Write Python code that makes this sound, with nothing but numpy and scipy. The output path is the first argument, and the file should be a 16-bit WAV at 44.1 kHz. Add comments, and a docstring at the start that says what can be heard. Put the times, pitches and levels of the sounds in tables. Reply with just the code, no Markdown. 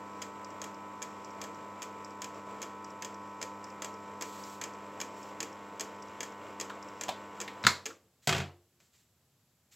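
"""A metal lathe turns slowly in a workshop while a hand-held die cuts a thread; close, near-mono microphone.
The motor hums, the gears churn through the headstock casting and the drive clicks twice a turn.
The die slides and catches on the rod until the hand lets go and its holder whirrs along.
After a few light knocks a lever stops the machine with a clack, the gear train clunks and rattles
to rest, and the workshop falls quiet."""
import sys
import numpy as np
from scipy import signal
from scipy.fft import rfft, irfft, next_fast_len
from scipy.io import wavfile
from scipy.ndimage import map_coordinates

SR = 44100
rng = np.random.default_rng(int(sys.argv[2]) if len(sys.argv) > 2 else 0)


def wav_record(signal):
    """Record a signal, one row per channel, as 16-bit PCM in the file named by sys.argv[1]."""
    frames = np.transpose(np.atleast_2d(signal))
    bounded = np.clip(frames, -1, 1)
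    # unit amplitude maps onto the largest positive 16-bit level
    quanta = np.round(bounded * 32767).astype(np.int16)
    wavfile.write(sys.argv[1], SR, quanta)


N = 429975
STOP_S = 7.665  # the power is cut

# cutting load, falling as the hand lets go of the die: (t/s, load with 1 = full)
CUTTING_LOAD = [(4.3, 0.9), (5.6, 0)]
# low modes of the lathe bed: (f/Hz, level/dB, t60/s)
LATHE_BED_MODES = [(91, -7.5, 0.39), (131, -7.5, 0.24), (143, 1, 0.25), (190.3, 0, 0.17), (219, -11, 0.23)]
# bright edge of a hard steel blow: (f/Hz, level/dB)
CRACK_SPECTRUM = [(1000, -26.5), (3000, -18), (4400, -2.5), (5900, -4.5), (7400, -2.5), (9500, -4),
                  (12000, -3), (15500, -14)]


def amp(db):
    return 10 ** (np.asarray(db) / 20)


def unit(x):
    return x / np.sqrt(np.mean(x ** 2) + 1e-20)


def clock(size=N):
    return np.arange(size) / SR


def along(points, hz):
    """Read (f/Hz, value) points on a log frequency axis."""
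    f, values = np.transpose(points)
    return np.interp(np.log(hz + 1), np.log(f + 1), values)


def at(points, t):
    """Read (t/s, value) points at time t."""
    return np.interp(t, *np.transpose(points))


def wobble(rate):
    """A smooth random curve, rate knots a second."""
    return map_coordinates(rng.standard_normal(int(N * rate / SR) + 4), [clock() * rate])


def filtered(x, response):
    """Filter x by a complex response of frequency."""
    size = x.shape[-1]
    padded = next_fast_len(size + 8192)
    return irfft(rfft(x, padded) * response(np.fft.rfftfreq(padded, 1 / SR)), padded)[..., :size]


def noise(spectrum, size=N):
    """Noise of rms 1, coloured by (f/Hz, level/dB) points."""
    return unit(filtered(rng.standard_normal(size), lambda hz: amp(along(spectrum, hz))))


def add(track, s, sound):
    """Mix a sound into the track at time s."""
    part = track[round(s * SR):][:len(sound)]
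    part += sound[:len(part)]


def burst(spectrum, t60, hold, wet_db):
    """A contact: dense steel modes, driven for hold seconds, dying into a diffuse workshop tail."""
    workshop_decay = [(100, 0.37), (400, 0.49), (1500, 0.28), (5000, 0.27), (8000, 0.25), (15000, 0.25)]  # reverberation of the room: (f/Hz, t60/s)
    t = clock(SR // 2)
    direct = noise(spectrum, len(t)) * amp(-60 * np.maximum(t - hold, 0) / t60)
    hz, age, bands = signal.stft(noise(spectrum, len(t)), SR, nperseg=256)
    decay = amp(-60 * age / along(workshop_decay, hz)[:, None])
    _, tail = signal.istft(bands * decay, SR, nperseg=256)
    return direct + amp(wet_db) * tail[:len(t)]


def ring(modes, scatter_db=2):
    """Damped modes, struck at new strengths and slightly new pitches each time."""
    t = clock(SR // 2)
    hz, db, t60 = np.transpose(modes)[:, :, None]
    strength, detune = rng.standard_normal((2, len(modes), 1))
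    build_up = 1 - np.exp(-2 * hz * t)
    waves = np.sin(2 * np.pi * hz * (1 + 0.0054 * detune) * t) * build_up
    return np.sum(amp(db + scatter_db * strength - 60 * t / t60) * waves, axis=0)


def power(t60):
    """Full level until the stop, then dying away."""
    return amp(-60 * np.maximum(clock() - STOP_S, 0) / t60)


def turns(loose=False, turn_s=0.79765, first_s=0.2228):
    """Times of the tight click that starts each spindle turn, or of the loose one half a turn later."""
    drive_lag = [(0.2, -.0044, -0.0052), (1.4, 0.0012, -0.0044), (3.0, 0.0024, 0.0083),
                 (4.1, .0005, 0.0087), (5.6, -.011, -.005), (7.4, .001, 0.012)]  # wander around even turning: (t/s, tight lag/s, loose lag/s)
    even = np.arange(first_s + (turn_s / 2 if loose else 0), STOP_S, turn_s)
    s, tight_lag, loose_lag = np.transpose(drive_lag)
    return even + np.interp(even, s, loose_lag if loose else tight_lag)


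def motor(buzz_hz=100, waver_db=1.1, drift_rad=0.18, fade_s=1.7):
    """Magnetic buzz on multiples of twice the mains rate, coloured by load; the lowest note dies last."""
    harmonics = [(-65, -67), (-56, -58.5), (-58.5, -59.5), (-63, -62.5), (-63.5, -62), (-71.5, -68),
                 (-72.5, -65), (-64, -64.5), (-54.5, -56), (-50.5, -55), (-57, -57.5), (-74, -68.5),
                 (-57, -62), (-69, -68), (-66, -64), (-75, -72.5), (-84.5, -77), (-73.5, -72), (-70, -68.5),
                 (-79, -74.5), (-86, -74), (-82, -70), (-69.5, -86), (-71, -71.5)]  # motor harmonics 1, 2, 3 ..: (cutting level/dB, idling level/dB)
    load = at(CUTTING_LOAD, clock())
    phase = 2 * np.pi * buzz_hz * clock()
    buzz = np.zeros(N)
    for k, (cutting_db, idle_db) in enumerate(harmonics, 1):
        db = idle_db + load * (cutting_db - idle_db) + waver_db * wobble(12)
        tone = np.sin(k * phase + rng.uniform(0, 2 * np.pi) + drift_rad * wobble(14))
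        buzz += amp(db) * power(fade_s / k) * tone
    return np.sqrt(2) * buzz


def casting(f):
    """Response of the headstock casting: resonances of alternating sign."""
    resonances = [(274, 8.7, -5.5), (332.3, 15, -2), (439.4, 46, 2), (459.3, 30, 4), (528.5, 39, -1.5),
                  (642, 76, -3), (847, 88, -7), (1029, 100, -7.5), (1150, 38, -4), (1348, 91, -12),
                  (1830, 32, -13), (2140, 140, -17)]  # headstock modes: (f/Hz, width/Hz, level/dB)
    return sum((-1) ** k * amp(db) * 1j * f * width / (hz * hz - f * f + 1j * f * width)
               for k, (hz, width, db) in enumerate(resonances))


def gears(mesh_hz=53.5, throb=0.16, ring_db=-53, rush_db=-55.5):
    """Meshing teeth churn in pulses and excite the headstock casting."""
    rush_spectrum = [(30, 0), (60, -6), (105, -9), (220, 0.5), (450, -4), (700, -6.5), (1200, -4),
                     (1550, -10.5), (2400, -9.5), (4200, -20.5), (6800, -21), (7550, -12.5), (8300, -22),
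                     (15500, -21)]  # noise straight from the teeth: (f/Hz, level/dB)
    teeth = 1 + throb * np.sin(2 * np.pi * mesh_hz * clock() + 0.52 * wobble(5.4))
    force = teeth * noise([(100, -11), (280, 0.5), (2300, 1.5), (4500, -18.5)])
    body = unit(filtered(force, casting))
    churn = amp(ring_db) * body + amp(rush_db) * teeth * noise(rush_spectrum)
    flutter_db = 0.5 * wobble(3) + 1.15 * wobble(16)
    return churn * amp(flutter_db) * power(t60=0.94)


def die(slide_db=-75, whirr_db=-64, held_db=-8, catch_idle_db=-4.5):
    """Steel slides on steel and catches at the same places each turn; the holder whirrs up once let go."""
    steel_spectrum = [(1500, -39.5), (4300, -20.5), (5000, -1.5), (5600, 1.5), (6400, -10), (7600, -5),
                      (10000, -18), (15500, -23.5)]  # the die rubbing the rod: (f/Hz, level/dB)
    whirr_spectrum = [(500, -25), (1800, -7.5), (2800, 9.5), (4300, -3), (6500, -10.5), (9500, -10.5),
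                      (15500, -4)]  # the spinning holder: (f/Hz, level/dB)
    catches = [(0.227, -46), (0.286, -54), (0.525, -55)]  # where the die snags: (t/s after the tight click, level/dB)
    load = at(CUTTING_LOAD, clock())
    slide = noise(steel_spectrum) * amp(slide_db + 3 * wobble(6) + 1.5 * wobble(30))
    whirr = noise(whirr_spectrum) * amp(whirr_db + held_db * load + 0.8 * wobble(21))
    out = (slide + whirr) * power(t60=0.5)
    for start in turns():
        idle = 1 - at(CUTTING_LOAD, start)
        for delay, db in catches:
            scrape = burst(steel_spectrum, t60=0.02, hold=0.003, wet_db=-15.5)
            gain = amp(db + catch_idle_db * idle + 1.2 * rng.standard_normal())
            add(out, start + delay, gain * scrape)
    return out


def thud():
    """The hollow answer of the headstock to a blow."""
    blow_spectrum = [(150, -8), (300, -0.5), (550, -10), (900, -14), (1300, -4.5), (3000, -28)]  # force on the casting: (f/Hz, level/dB)
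    return filtered(burst(blow_spectrum, t60=0.023, hold=0.0012, wet_db=-11), casting)


def click(body_db, snap_db=-4, ring_db=-7, thud_db=-3):
    """One contact in the drive: a steel snap, a brief ring and a knock on the headstock."""
    snap_spectrum = [(1000, -42), (3000, -13), (4100, -10.5), (5000, -7), (5700, -8.5), (6500, -4),
                     (7600, -3.5), (8200, -7), (9300, -10.5), (11500, -7.5), (13200, -5.5), (15500, -14)]  # bright edge of the contact: (f/Hz, level/dB)
    body_spectrum = [(150, -19.5), (300, -0.5), (700, -7.5), (1300, -5), (1800, -2.5), (2400, 0.5),
                     (2700, -3.5), (3300, -2.5), (3800, -18), (6000, -18.5), (15000, -42.5)]  # its duller body: (f/Hz, level/dB)
    drive_modes = [(1710, -14.5, 0.097), (1855, -12.5, 0.096), (2332, -13.5, 0.094), (2797, -12.5, 0.056),
                   (3294, -10.5, 0.058), (4995, -12, 0.061), (5400, -10.5, 0.034), (6460, -1, 0.028),
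                   (6640, -1, .03), (7180, -3, 0.041), (10040, -12, 0.049), (13020, -13, 0.045)]  # ringing drive parts: (f/Hz, level/dB, t60/s)
    snap_gain, body_gain = amp(rng.standard_normal(2))
    snap = snap_gain * amp(snap_db) * burst(snap_spectrum, t60=0.026, hold=0.0009, wet_db=-12.5)
    body = body_gain * amp(body_db) * burst(body_spectrum, t60=0.036, hold=0.0011, wet_db=-9.5)
    return snap + body + amp(ring_db) * ring(drive_modes, scatter_db=2.1) + amp(thud_db) * thud()


def drive_clicks(tight_db=-2, tight_rebound_db=2, loose_rebound_db=-1.7, loose_rebound_s=0.0245):
    """The drive snaps over twice a turn: tight with a quick rebound, then loose with a slow, softer one."""
    levels = [(0.2, -33), (2.6, -31.5), (4.8, -27.5), (7.4, -28.5)]  # strength of the clicks: (t/s, level/dB)
    tight_play = [(0.2, .004), (3.4, .0115)]  # the tight click's play opens up: (t/s, rebound delay/s)
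    coast_click = (7.8565, -30.5, .006)  # last click as the spindle coasts: (t/s, level/dB, rebound delay/s)
    tight = [(s, at(levels, s) + tight_db, at(tight_play, s), tight_rebound_db) for s in turns()]
    loose = [(s, at(levels, s), loose_rebound_s, loose_rebound_db) for s in turns(loose=True)]
    out = np.zeros(N)
    for s, db, delay, rebound_db in tight + loose + [(*coast_click, tight_rebound_db)]:
        add(out, s, amp(db) * click(body_db=-10))
        add(out, s + delay, amp(db + rebound_db) * click(body_db=-13.5))
    return out


def hand(attack_s=0.016, t60=0.33, rough_db=1.0):
    """Skin brushes the metal: each stroke rises quickly, holds and dies away."""
    brushes = [(4.257, 0.28, -49), (5.17, .12, -57), (8.232, .04, -59), (8.805, .06, -66.5),
               (8.937, 0.065, -64), (9.724, .05, -55)]  # strokes of the hand: (t/s, length/s, level/dB)
    skin_spectrum = [(400, -21), (1800, -3), (4000, -1), (6000, -2), (7600, 4), (9500, -0.5), (12000, 4.5),
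                     (15500, 1.5)]  # skin rubbing steel: (f/Hz, level/dB)
    t, strokes = clock(), np.zeros(N)
    for s, length, db in brushes:
        rise = np.clip(1 + (t - s) / attack_s, 0, 1)
        strokes += rise * amp(db - 60 * np.maximum(t - s - length, 0) / t60)
    return noise(skin_spectrum) * strokes * amp(rough_db * wobble(60))


def knocks(body_db=-5, tick_db=-3):
    """Each knock sounds one short, hollow resonance of the part touched, under a steel tick."""
    touches = [(6.697, -33, 1320, -10), (7.083, -31, 800, -1.5), (7.090, -24, 720, -6),
               (7.478, -35, 2100, -2.5), (7.904, -41.5, 1340, -15)]  # light knocks on the controls: (t/s, level/dB, f/Hz, brightness/dB)
    tick_spectrum = [(400, -11), (1500, -9), (2800, -3), (3200, -3), (3700, -1.5), (5200, -14), (7500, -15),
                     (12000, -12), (15500, -20)]  # light steel contact: (f/Hz, level/dB)
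    out = np.zeros(N)
    for s, db, hz, bright_db in touches:
        hollow = [(hz / 2, -30), (0.88 * hz, -1), (hz, 0), (1.25 * hz, -6), (2 * hz, -28)]
        body = amp(body_db) * burst(hollow, t60=0.096, hold=0.00176, wet_db=-18.5)
        tick = amp(bright_db + tick_db) * burst(tick_spectrum, t60=0.035, hold=0.0023, wet_db=-9)
        add(out, s, amp(db) * (body + tick))
    return out


def lever(clack_db=-9, ring_db=-20, crack_db=-3, thump_db=1):
    """The stop lever takes up its play, then slams home: steel rings and the bed thumps."""
    contacts = [(7.639, -24, -15, -17.5), (7.649, -21.5, -9, -15.5), (7.667, -5.5, -31, -8.5)]  # the lever's blows: (t/s, level/dB, thump/dB, brightness/dB)
    clack_spectrum = [(80, -19.5), (400, -6.5), (700, -9), (1350, 3.5), (2100, -0.5), (3000, -8.5),
                      (4200, 1.5), (6000, -16), (15000, -37)]  # midrange of each blow: (f/Hz, level/dB)
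    steel_modes = [(977, -6, 0.27), (1050, -12, .2), (1242, -5.5, 0.13), (1336, 0, 0.13), (1770, -5.5, .16),
                   (1700, -8, 0.27), (2145, -3, 0.18), (2260, -12, .2), (2700, -10.5, .15),
                   (3850, -5.5, .1), (4200, -7.5, .13), (4420, -15.5, .15), (4540, -16, .16),
                   (7270, -19, .22), (7000, -14.5, .22)]  # the ringing lever: (f/Hz, level/dB, t60/s)
    out = np.zeros(N)
    for s, db, low_db, bright_db in contacts:
        clack = amp(clack_db) * burst(clack_spectrum, t60=0.038, hold=0.00091, wet_db=-11.5)
        crack = amp(bright_db + crack_db) * burst(CRACK_SPECTRUM, t60=0.04, hold=0.001, wet_db=-10.5)
        body = amp(ring_db) * ring(steel_modes) + amp(low_db + thump_db) * ring(LATHE_BED_MODES)
        add(out, s, amp(db) * (clack + crack + body))
    return out


def clunk(clang_db=-12, case_db=-21, crack_db=-3, thump_db=-2, thud_db=-12):
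    """Heavy parts drop through their backlash in a quick run of blows on the gear case."""
    blows = [(8.273, -12, -16.5, -8.5), (8.292, -13, -15.5, -12.5), (8.326, -14.5, -24, -16),
             (8.348, -20.5, -13, -17.5), (8.364, -22.5, -18, -13.5), (8.381, -22, -7.5, -14.5),
             (8.402, -23, -24, -20), (8.417, -30.5, -13, -20), (8.802, -54.5, -23, -6)]  # the gear train rattling to rest: (t/s, level/dB, thump/dB, brightness/dB)
    clang_spectrum = [(80, -13), (300, -11.5), (750, -1.5), (1100, 0), (1600, -0.5), (2700, -0.5),
                      (3600, -4.5), (6000, -18), (15000, -22.5)]  # midrange of each blow: (f/Hz, level/dB)
    case_modes = [(380, -5, 0.28), (673, -2.5, 0.2), (718.7, -3, 0.28), (783, -5.5, 0.19), (1515, -2, .14),
                  (2530, -3.5, 0.14), (3240, -0.5, 0.11), (349.6, -28, 1.1)]  # the ringing gear case: (f/Hz, level/dB, t60/s)
    out = np.zeros(N)
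    for s, db, low_db, bright_db in blows:
        clang = amp(clang_db) * burst(clang_spectrum, t60=0.05, hold=0.00098, wet_db=-7.5)
        crack = amp(bright_db + crack_db) * burst(CRACK_SPECTRUM, t60=0.05, hold=0.0015, wet_db=-7.5)
        body = amp(case_db) * ring(case_modes) + amp(low_db + thump_db) * ring(LATHE_BED_MODES)
        add(out, s, amp(db) * (clang + crack + body + amp(thud_db) * thud()))
    return out


def scene(air_db=-66, side_db=-78):
    """The lathe stands close and dead centre; left and right differ only by a very faint noise."""
    air_spectrum = [(25, 2.5), (55, 2.5), (90, 9), (160, 4.5), (300, -4), (800, -9.5), (2000, -14),
                    (6300, -15), (7500, -11.5), (9000, -7.5), (12000, -0.5), (15500, -8.5)]  # workshop room tone and hiss: (f/Hz, level/dB)
    side_spectrum = [(40, 13), (250, -18), (1500, -23.5), (3500, -1.5),
                     (7500, -2.5), (9000, 6.5), (15500, -7)]
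    machine = motor() + gears() + die() + hand() + drive_clicks() + knocks() + lever() + clunk()
    mid = machine + amp(air_db) * noise(air_spectrum)
    side = amp(side_db) * noise(side_spectrum)
    return np.array([mid + side, mid - side])


def record(dry, low_cut_hz=75, top_hz=15800):
    """The microphone drops the deep bass, shelves the top treble down and passes nothing above top_hz."""
    treble_shelf = [(7750, 0), (8600, -13.5)]  # microphone response: (f/Hz, level/dB)
    low_cut = signal.butter(4, low_cut_hz, "highpass", fs=SR, output="sos")
    lean = signal.sosfilt(low_cut, dry)
    return filtered(lean, lambda hz: amp(along(treble_shelf, hz)) * (hz < top_hz))


dry = scene()
out = record(dry)
wav_record(out)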